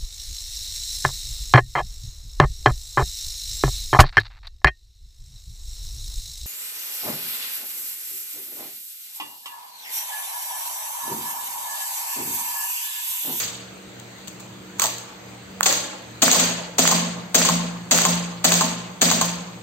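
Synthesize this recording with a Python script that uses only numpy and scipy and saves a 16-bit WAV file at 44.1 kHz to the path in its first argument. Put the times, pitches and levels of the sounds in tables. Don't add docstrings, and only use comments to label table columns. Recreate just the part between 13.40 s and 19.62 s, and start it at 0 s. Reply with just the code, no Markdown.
import sys
import numpy as np
from scipy import signal
from scipy.fft import rfft, irfft, next_fast_len
from scipy.io import wavfile
from scipy.ndimage import uniform_filter1d, minimum_filter1d

SR = 44100
rng = np.random.default_rng(int(sys.argv[2]) if len(sys.argv) > 2 else 0)


def attenuation_scalar(level_db):
    decades = np.asarray(level_db, float) / 20
    return 10 ** decades


def master(y):
    cut = np.clip(np.atleast_2d(y).T, -1, 1)
    pcm = np.round(cut * 32767)
    wavfile.write(sys.argv[1], SR, pcm.astype(np.int16))


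N = 274302
LEAD = 22050
TOTAL = N + LEAD


def evened(x):
    return x / np.sqrt(np.mean(x ** 2) + 1e-20)


def read(points, hz):
    f, value = np.transpose(points)
    return np.interp(np.log(hz + 1), np.log(f + 1), value)


def rings(modes, seconds):
    t = np.arange(int(seconds * SR)) / SR
    return sum(attenuation_scalar(db - 60 * t / t60) * np.sin(2 * np.pi * hz * t) for hz, db, t60 in modes)


def colour(points):
    log_gain = np.log(attenuation_scalar(read(points, abs(np.fft.fftfreq(4096, 1 / SR)))))
    taps = np.fft.ifft(np.exp(np.conj(signal.hilbert(log_gain)))).real[:2048]
    return taps / np.linalg.norm(taps)


def smoothed(x, first, second):
    return uniform_filter1d(uniform_filter1d(x, size=first, axis=0), size=second, axis=1)


# (frequency [Hz], coherence [0-1])
LIKENESS = [(60, 1), (180, 0.67), (500, 0.36), (1500, 0.05), (5000, 0.031)]
# (frequency [Hz], density [dB per Hz])
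FAN_NOISE = [(25, -51), (45, -22), (65, -11.5), (120, -13), (190, -9.5), (300, -11.5), (500, -12),
             (900, -17), (2000, -19), (4500, -23), (8000, -23), (16000, -38)]
# (frequency [Hz], level [dB rms])
HUM_LINES = [(188.4, -49), (215.3, -66), (306.8, -56.5), (355.3, -60), (468.3, -58)]
# (time [s], frequency [Hz])
BLADE_PITCH = [(0, 118.0), (2.6, 117.4), (4.5, 116.7), (5.6, 117.4), (6.2, 118.1)]


def background():
    frames, hz = TOTAL // 512 + 5, np.fft.rfftfreq(2048, 1 / SR)
    a, b, c, d, patches = rng.standard_normal((frames, len(hz), 5)).T
    patches = evened(smoothed(patches, 20, 8))
    same = np.clip(read(LIKENESS, hz), -1, 1)[:, None]
    left, other = a + 1j * b, c + 1j * d
    z = np.array([left, same * left + np.sqrt(1 - same ** 2) * other])
    z *= attenuation_scalar(read(FAN_NOISE, hz)[:, None] + 1.75 * patches)
    noise = signal.istft(z, nperseg=2048, noverlap=1536)[1][:, :TOTAL]
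    air = attenuation_scalar(-42) * evened(noise)

    t = (np.arange(TOTAL) - LEAD) / SR
    air += np.sqrt(2) * attenuation_scalar(-52.5) * np.cos(2 * np.pi * (120 * t + .39))
    turns = np.cumsum(np.interp(t, *np.transpose(BLADE_PITCH))) / SR
    blades = np.cos(2 * np.pi * (-.3 + turns - turns[LEAD]))
    air += np.sqrt(2) * attenuation_scalar(-56 + 1.0 * t) * blades

    slow = np.arange(-1, 7, .01)
    for line_hz, db in HUM_LINES:
        rates_hz = np.geomspace(.5, 6, num=12)
        waver = sum(np.sin(2 * np.pi * (f * slow + rng.random())) / np.sqrt(f) for f in rates_hz)
        waver = np.interp(t, slow, evened(waver))
        tone = np.sin(2 * np.pi * (line_hz * t + 0.069 * waver))
        air += np.sqrt(2) * attenuation_scalar(db + 2.44 * waver) * tone
    return air


def blows(rows, spectrum, body, strength_db, thump_db, knock_db, t60, feed_db,
          thumps=1, knocks=1, delay_s=0, bounce=0):
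    out, t, taps = np.zeros((4, TOTAL)), np.arange(4410) / SR, colour(spectrum)
    ring = attenuation_scalar(-5.5) * rings(body, .2)
    ring *= 1 - np.exp(-np.arange(len(ring)) / SR / 0.0011)
    ring += bounce * attenuation_scalar(0.5) * np.roll(ring, round(0.0065 * SR))
    rise = .1 * t60
    for s, db, weight_db, pan_db in rows:
        at = LEAD + round(s * SR)
        gains = attenuation_scalar(db + strength_db + np.array([[pan_db / 2], [-pan_db / 2], [feed_db]]))
        grit = rng.standard_normal((4, len(t)))
        rattle_db = 5.54 * evened(uniform_filter1d(grit[3], size=60))
        shape = attenuation_scalar(rattle_db - 60 * t / t60) * np.minimum(t / rise, 1) ** 2
        burst = shape * (0.84 * grit[2] + 0.75 * grit[[0, 1, 1]])
        burst[2] = np.linalg.norm(shape) * (np.arange(len(t)) == round(rise * SR))
        burst = gains * signal.fftconvolve(burst, taps[None], axes=1)
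        start = at - round(.7 * rise * SR)
        out[:3, start:start + burst.shape[1]] += burst

        at += round(delay_s * SR)
        ring_gains = attenuation_scalar(knock_db + knocks * weight_db + np.array([[0], [0], [-8]]))
        out[:3, at:at + len(ring)] += gains * ring_gains * ring
        out[3, at] += attenuation_scalar(db + strength_db + thump_db + thumps * weight_db)
    return out


# (frequency [Hz], level [dB], t60 [s])
METAL_BODY = [(898, -6.5, .04), (1045, -3, 0.038), (1123, -5, 0.03), (1515, -10, 0.017)]
# (frequency [Hz], density [dB per Hz])
SMALL_PARTS = [(200, -31), (500, -11), (1000, -8), (2300, -4.5), (3900, 0), (5000, 1.5), (7000, 6),
               (12000, -1.5), (16000, -6)]
# (time [s], peak [dB], weight [dB], left-right [dB])
LATCH_STRIKES = [
    (-.04, 1, -15, 1),
                 (1.3972, -8.5, 1.5, -4.5),
    (1.4192, -4, 0, -2),
    (1.4245, -13.5, 0, 8),
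    (1.4385, -15.5, -5.5, -10),
    (1.457, -17, 0, 8),
    (1.468, -21, 3, -4),
    (1.4894, -30, 4, -4),
    (2.2308, -4, -17, 2),
]


def cocking():
    return blows(LATCH_STRIKES, SMALL_PARTS, METAL_BODY, strength_db=5, thump_db=-40,
                 knock_db=-11, t60=0.02, feed_db=-5, thumps=0)


# (frequency [Hz], t60 [s])
REVERBERATION = [(100, 1.4), (260, 0.92), (700, 1.04), (1840, 0.82), (4850, 0.68), (12800, 0.38)]


def stairwell(x):
    out, t_all = 0, np.arange(TOTAL) / SR
    for turn in range(3):
        taps = rng.choice([-1., 1.], (2, 40000)) * (rng.random((2, 40000)) < .3)
        hz, t, z = signal.stft(taps, SR, nperseg=256)
        same = np.clip(read(LIKENESS, hz), -1, 1)[:, None]
        z[1] = same * z[0] + np.sqrt(1 - same ** 2) * z[1]
        lumps = smoothed(rng.standard_normal(z.shape[1:]), 9, 5)
        z *= attenuation_scalar(3.8 * evened(lumps))
        decay = attenuation_scalar(-60 * t / read(REVERBERATION, hz)[:, None])
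        tail = signal.istft(z * decay, SR, nperseg=256)[1]
        tail *= np.clip(np.arange(tail.shape[1]) / SR / 0.0044 - .3, 0, 1)
        tail /= np.linalg.norm(tail[0])
        share = np.sqrt(2 / 3) * np.cos(2 * np.pi * (4.3 * t_all + turn / 3))
        out = out + signal.fftconvolve((share * x)[None], tail, axes=1)
    return out[:, :TOTAL]


# (frequency [Hz], level [dB], t60 [s])
ROOM_MODES = [(173.88, 1, 1.125), (250, -8.5, 0.58), (225.3, -8.5, 0.77), (642, -1.5, 0.26),
              (61.2, -22.5, 1.03), (70.4, -22.5, 0.42)]


def standing_waves(push):
    boom = rings(ROOM_MODES, 1.3)
    boom *= 1 - np.exp(-(np.arange(len(boom)) / SR / 0.021) ** 2)
    return attenuation_scalar(-10) * signal.fftconvolve(push, boom)[:TOTAL]


# (time [s], peak [dB], weight [dB], left-right [dB])
HANDLING_TICKS = [
    (0.5983, -34, -2, 14),
    (0.784, -32, 0, 7),
    (0.8742, -22, 0, -7),
    (0.8808, -22, -8, 14),
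    (0.9997, -33, 13, 0.5),
    (1.004, -33.5, 10, 1.0),
    (1.3544, -47, 5, 7),
    (1.5828, -30, -2, 12),
]


def handling():
    return blows(HANDLING_TICKS, SMALL_PARTS, METAL_BODY, strength_db=2, thump_db=-22,
                 knock_db=-20, t60=0.015, feed_db=-3, thumps=0)


# (time [s], level [dB], ring [Hz])
HANDLE_SCRAPE = [
    (1.385, -45, 1250),
    (1.41, -30.5, 1220),
    (1.43, -29.5, 1100),
    (1.455, -27.5, 730),
    (1.47, -41.5, 660),
    (1.5, -50, 620),
]


def scrape():
    t = (np.arange(TOTAL) - LEAD) / SR
    s, *columns = np.transpose(HANDLE_SCRAPE)
    inside = np.flatnonzero((t > s[0]) & (t < s[-1]))
    db, hz = (np.interp(t[inside], s, c) for c in columns)
    grit = rng.standard_normal((3, len(inside)))
    db = db + 3.5 * evened(uniform_filter1d(grit[2], size=100))
    turn = np.exp(2j * np.pi * np.cumsum(hz) / SR)
    keep = np.exp(-np.pi * 220 / SR)
    ring = evened((turn * signal.lfilter([1 - keep], [1, -keep], grit[0] / turn)).real)
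    hiss = attenuation_scalar(3) * signal.lfilter(colour(SMALL_PARTS), 1, grit[:2])
    out = np.zeros((2, TOTAL))
    out[:, inside] = attenuation_scalar(db) * (ring + hiss)
    return out


# (time [s], peak [dB], pitch [Hz], left-right [dB])
VALVE_POPS = [
    (2.208, -7, 1404, -7),
    (2.88, -8, 1400, -3),
    (3.453, -10, 1330, -1.0),
    (4.016, -11.5, 1330, 1),
    (4.587, -14.5, 1390, -19),
]


def pops():
    out, t = np.zeros((2, TOTAL)), np.arange(400) / SR
    for s, db, hz, pan_db in VALVE_POPS:
        at = LEAD + round((s + 0.00028) * SR)
        cycle = np.sin(2 * np.pi * hz * t) * np.exp(-(t * hz / 0.72 - 1.2) ** 2)
        cycle += attenuation_scalar(-1.5) * rng.standard_normal(len(t)) * attenuation_scalar(-60 * t / 0.0046)
        out[:, at:at + len(t)] += attenuation_scalar(db + 6 + np.array([[pan_db], [-pan_db]]) / 2) * cycle
    return out


# (frequency [Hz], density [dB per Hz])
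BLAST_SPECTRUM = [(60, -34), (200, -15.5), (500, -2), (1000, -4.5), (2500, -4.8), (4300, -1), (7000, 4.5),
                  (12000, -8), (16000, -11)]
# (time [s], peak [dB], weight [dB], left-right [dB])
HANDLE_RELEASE = [
    (2.2586, -10, -3, 1),
    (2.2622, -6, -6, 1),
    (2.285, -17, -2, -1),
    (2.305, -17, -2, 2.0),
    (2.325, -18, 1, -1),
]


def release():
    return blows(HANDLE_RELEASE, BLAST_SPECTRUM, METAL_BODY, strength_db=5, thump_db=-40,
                 knock_db=-12, t60=0.035, feed_db=-1.5, thumps=0)


# (frequency [Hz], level [dB], t60 [s])
BARREL_MODES = [(255, 5.5, 0.056), (655, -1, 0.11), (527, -11.5, 0.11), (347, -2, 0.031),
                (34.8, -11.5, 0.086)]
# (time [s], peak [dB], weight [dB], left-right [dB])
AIR_BLASTS = [
    (2.822, -6.5, -8, 2.5),
    (3.3853, -5.5, -1.5, 3),
    (3.9474, -6.5, 0, 3),
    (4.5131, -9.5, 3, 0),
    (5.0434, -8.5, 4.5, 0.5),
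    (5.6156, -7, 1, 1),
]


def shots():
    return blows(AIR_BLASTS, BLAST_SPECTRUM, BARREL_MODES, strength_db=7.5, thump_db=-12,
                 knock_db=-10.5, t60=0.062, feed_db=0, knocks=-.3, delay_s=0.008)


# (time [s], peak [dB], weight [dB], left-right [dB])
BOLT_BACK = [(2.9143, -2.5, -4, -4), (2.9292, -4, 6.5, -0.5), (2.9962, -3, -21, 5.2), (3.475, -6, 0, -5.8),
             (3.4871, -7, 11, 0.0), (4.0507, -3.5, 5.5, -0.35), (4.5749, -8, -3, 7),
             (4.6041, -12, -8, -5.2), (4.6147, -10, 3, -1.5), (5.12, -5, 5, 4.2), (5.1387, -5.5, -12, 0.37),
             (5.7005, -10, -25, -7.5), (5.7128, -5, 15, 4)]


def clacks():
    return blows(BOLT_BACK, BLAST_SPECTRUM, METAL_BODY, strength_db=0.5, thump_db=-19,
                 knock_db=-9, t60=0.032, feed_db=-0.5, knocks=.6)


# (time [s], peak [dB], weight [dB], left-right [dB])
BOLT_HOME = [
    (2.9496, -12.5, 3, 1.2),
    (3.5132, -7.5, 0, 0.87),
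    (4.0871, -8.5, 1, 0.66),
    (4.6524, -7, 0.4, 1.4),
    (5.2091, -8, 0.5, 0.75),
    (5.8119, -8, -7, 1.2),
]


def slams():
    return blows(BOLT_HOME, BLAST_SPECTRUM, METAL_BODY, strength_db=1.5, thump_db=-2.5,
                 knock_db=4.3, t60=0.04, feed_db=-1.5, knocks=.3, bounce=0.94)


def scene():
    parts = cocking() + handling() + release() + shots() + clacks() + slams()
    rub, pop = scrape(), pops()
    near = parts[:2] + pop + rub
    near[1] = np.roll(near[1], 5)
    feed = parts[2] + attenuation_scalar(-14) * pop.mean(0) + attenuation_scalar(-12) * rub.mean(0)
    boom = standing_waves(parts[3])
    room = attenuation_scalar(2) * stairwell(feed) + [boom, np.roll(boom, 14)]
    return (near + room + background())[:, LEAD:]


def gap_gate(treble):
    power = (treble ** 2).mean(0)
    quick = abs(uniform_filter1d(power, size=128))
    slow = abs(uniform_filter1d(power, size=2048, origin=1000))
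    jump = 1. * (quick > slow * attenuation_scalar(2 * 8))
    held = -minimum_filter1d(-jump, size=round(.02 * SR))
    return signal.oaconvolve(held, np.hanning(512) / 255.5, "same")


def top_cut(x):
    return signal.sosfilt(signal.butter(12, 16990, fs=SR, output="sos"), x)


# (frequency [Hz], gain [dB])
RESPONSE = [(20, -35), (70, -0.5), (4750, 0), (4900, -7.5), (5900, -8), (6150, 0), (8600, -3.5),
            (8700, -27), (11450, -52), (11600, -4), (15780, -0.5), (15920, -44), (17500, -86)]


def record(dry):
    keep = np.exp(-1 / (0.0021 * SR))
    power_db = 10 * np.log10(signal.lfilter([1 - keep], [1, -keep], (dry ** 2).mean(0)) + 1e-12)
    fall = np.arange(N) * 113.0 / SR
    over_db = np.maximum(np.maximum.accumulate(power_db + fall) - fall + 11.5, 0)
    keep = np.exp(-1 / (0.0001 * SR))
    ducked = np.tanh(dry / attenuation_scalar(0.37 * signal.lfilter([1 - keep], [1, -keep], over_db)))

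    size = next_fast_len(N + 4096)
    hz = np.fft.rfftfreq(size, 1 / SR)
    heard = rfft(ducked, size) * attenuation_scalar(read(RESPONSE, hz))
    low = irfft(heard * (hz < 12500), size)[:, :N]
    top = irfft(heard * (hz >= 12500), size)[:, :N]
    gap = irfft(heard * (hz > 8680) * (hz < 11550), size)[:, :N]
    low = low - gap * (1 - attenuation_scalar(9.0) * gap_gate(top))
    flicker = (np.arange(N) / SR - .3159) % .04245 - .021
    mix = low + top * attenuation_scalar(5.6 * np.exp(-(flicker / 0.0033) ** 2))
    return top_cut(mix)


dry = scene()
out = record(dry)
master(out)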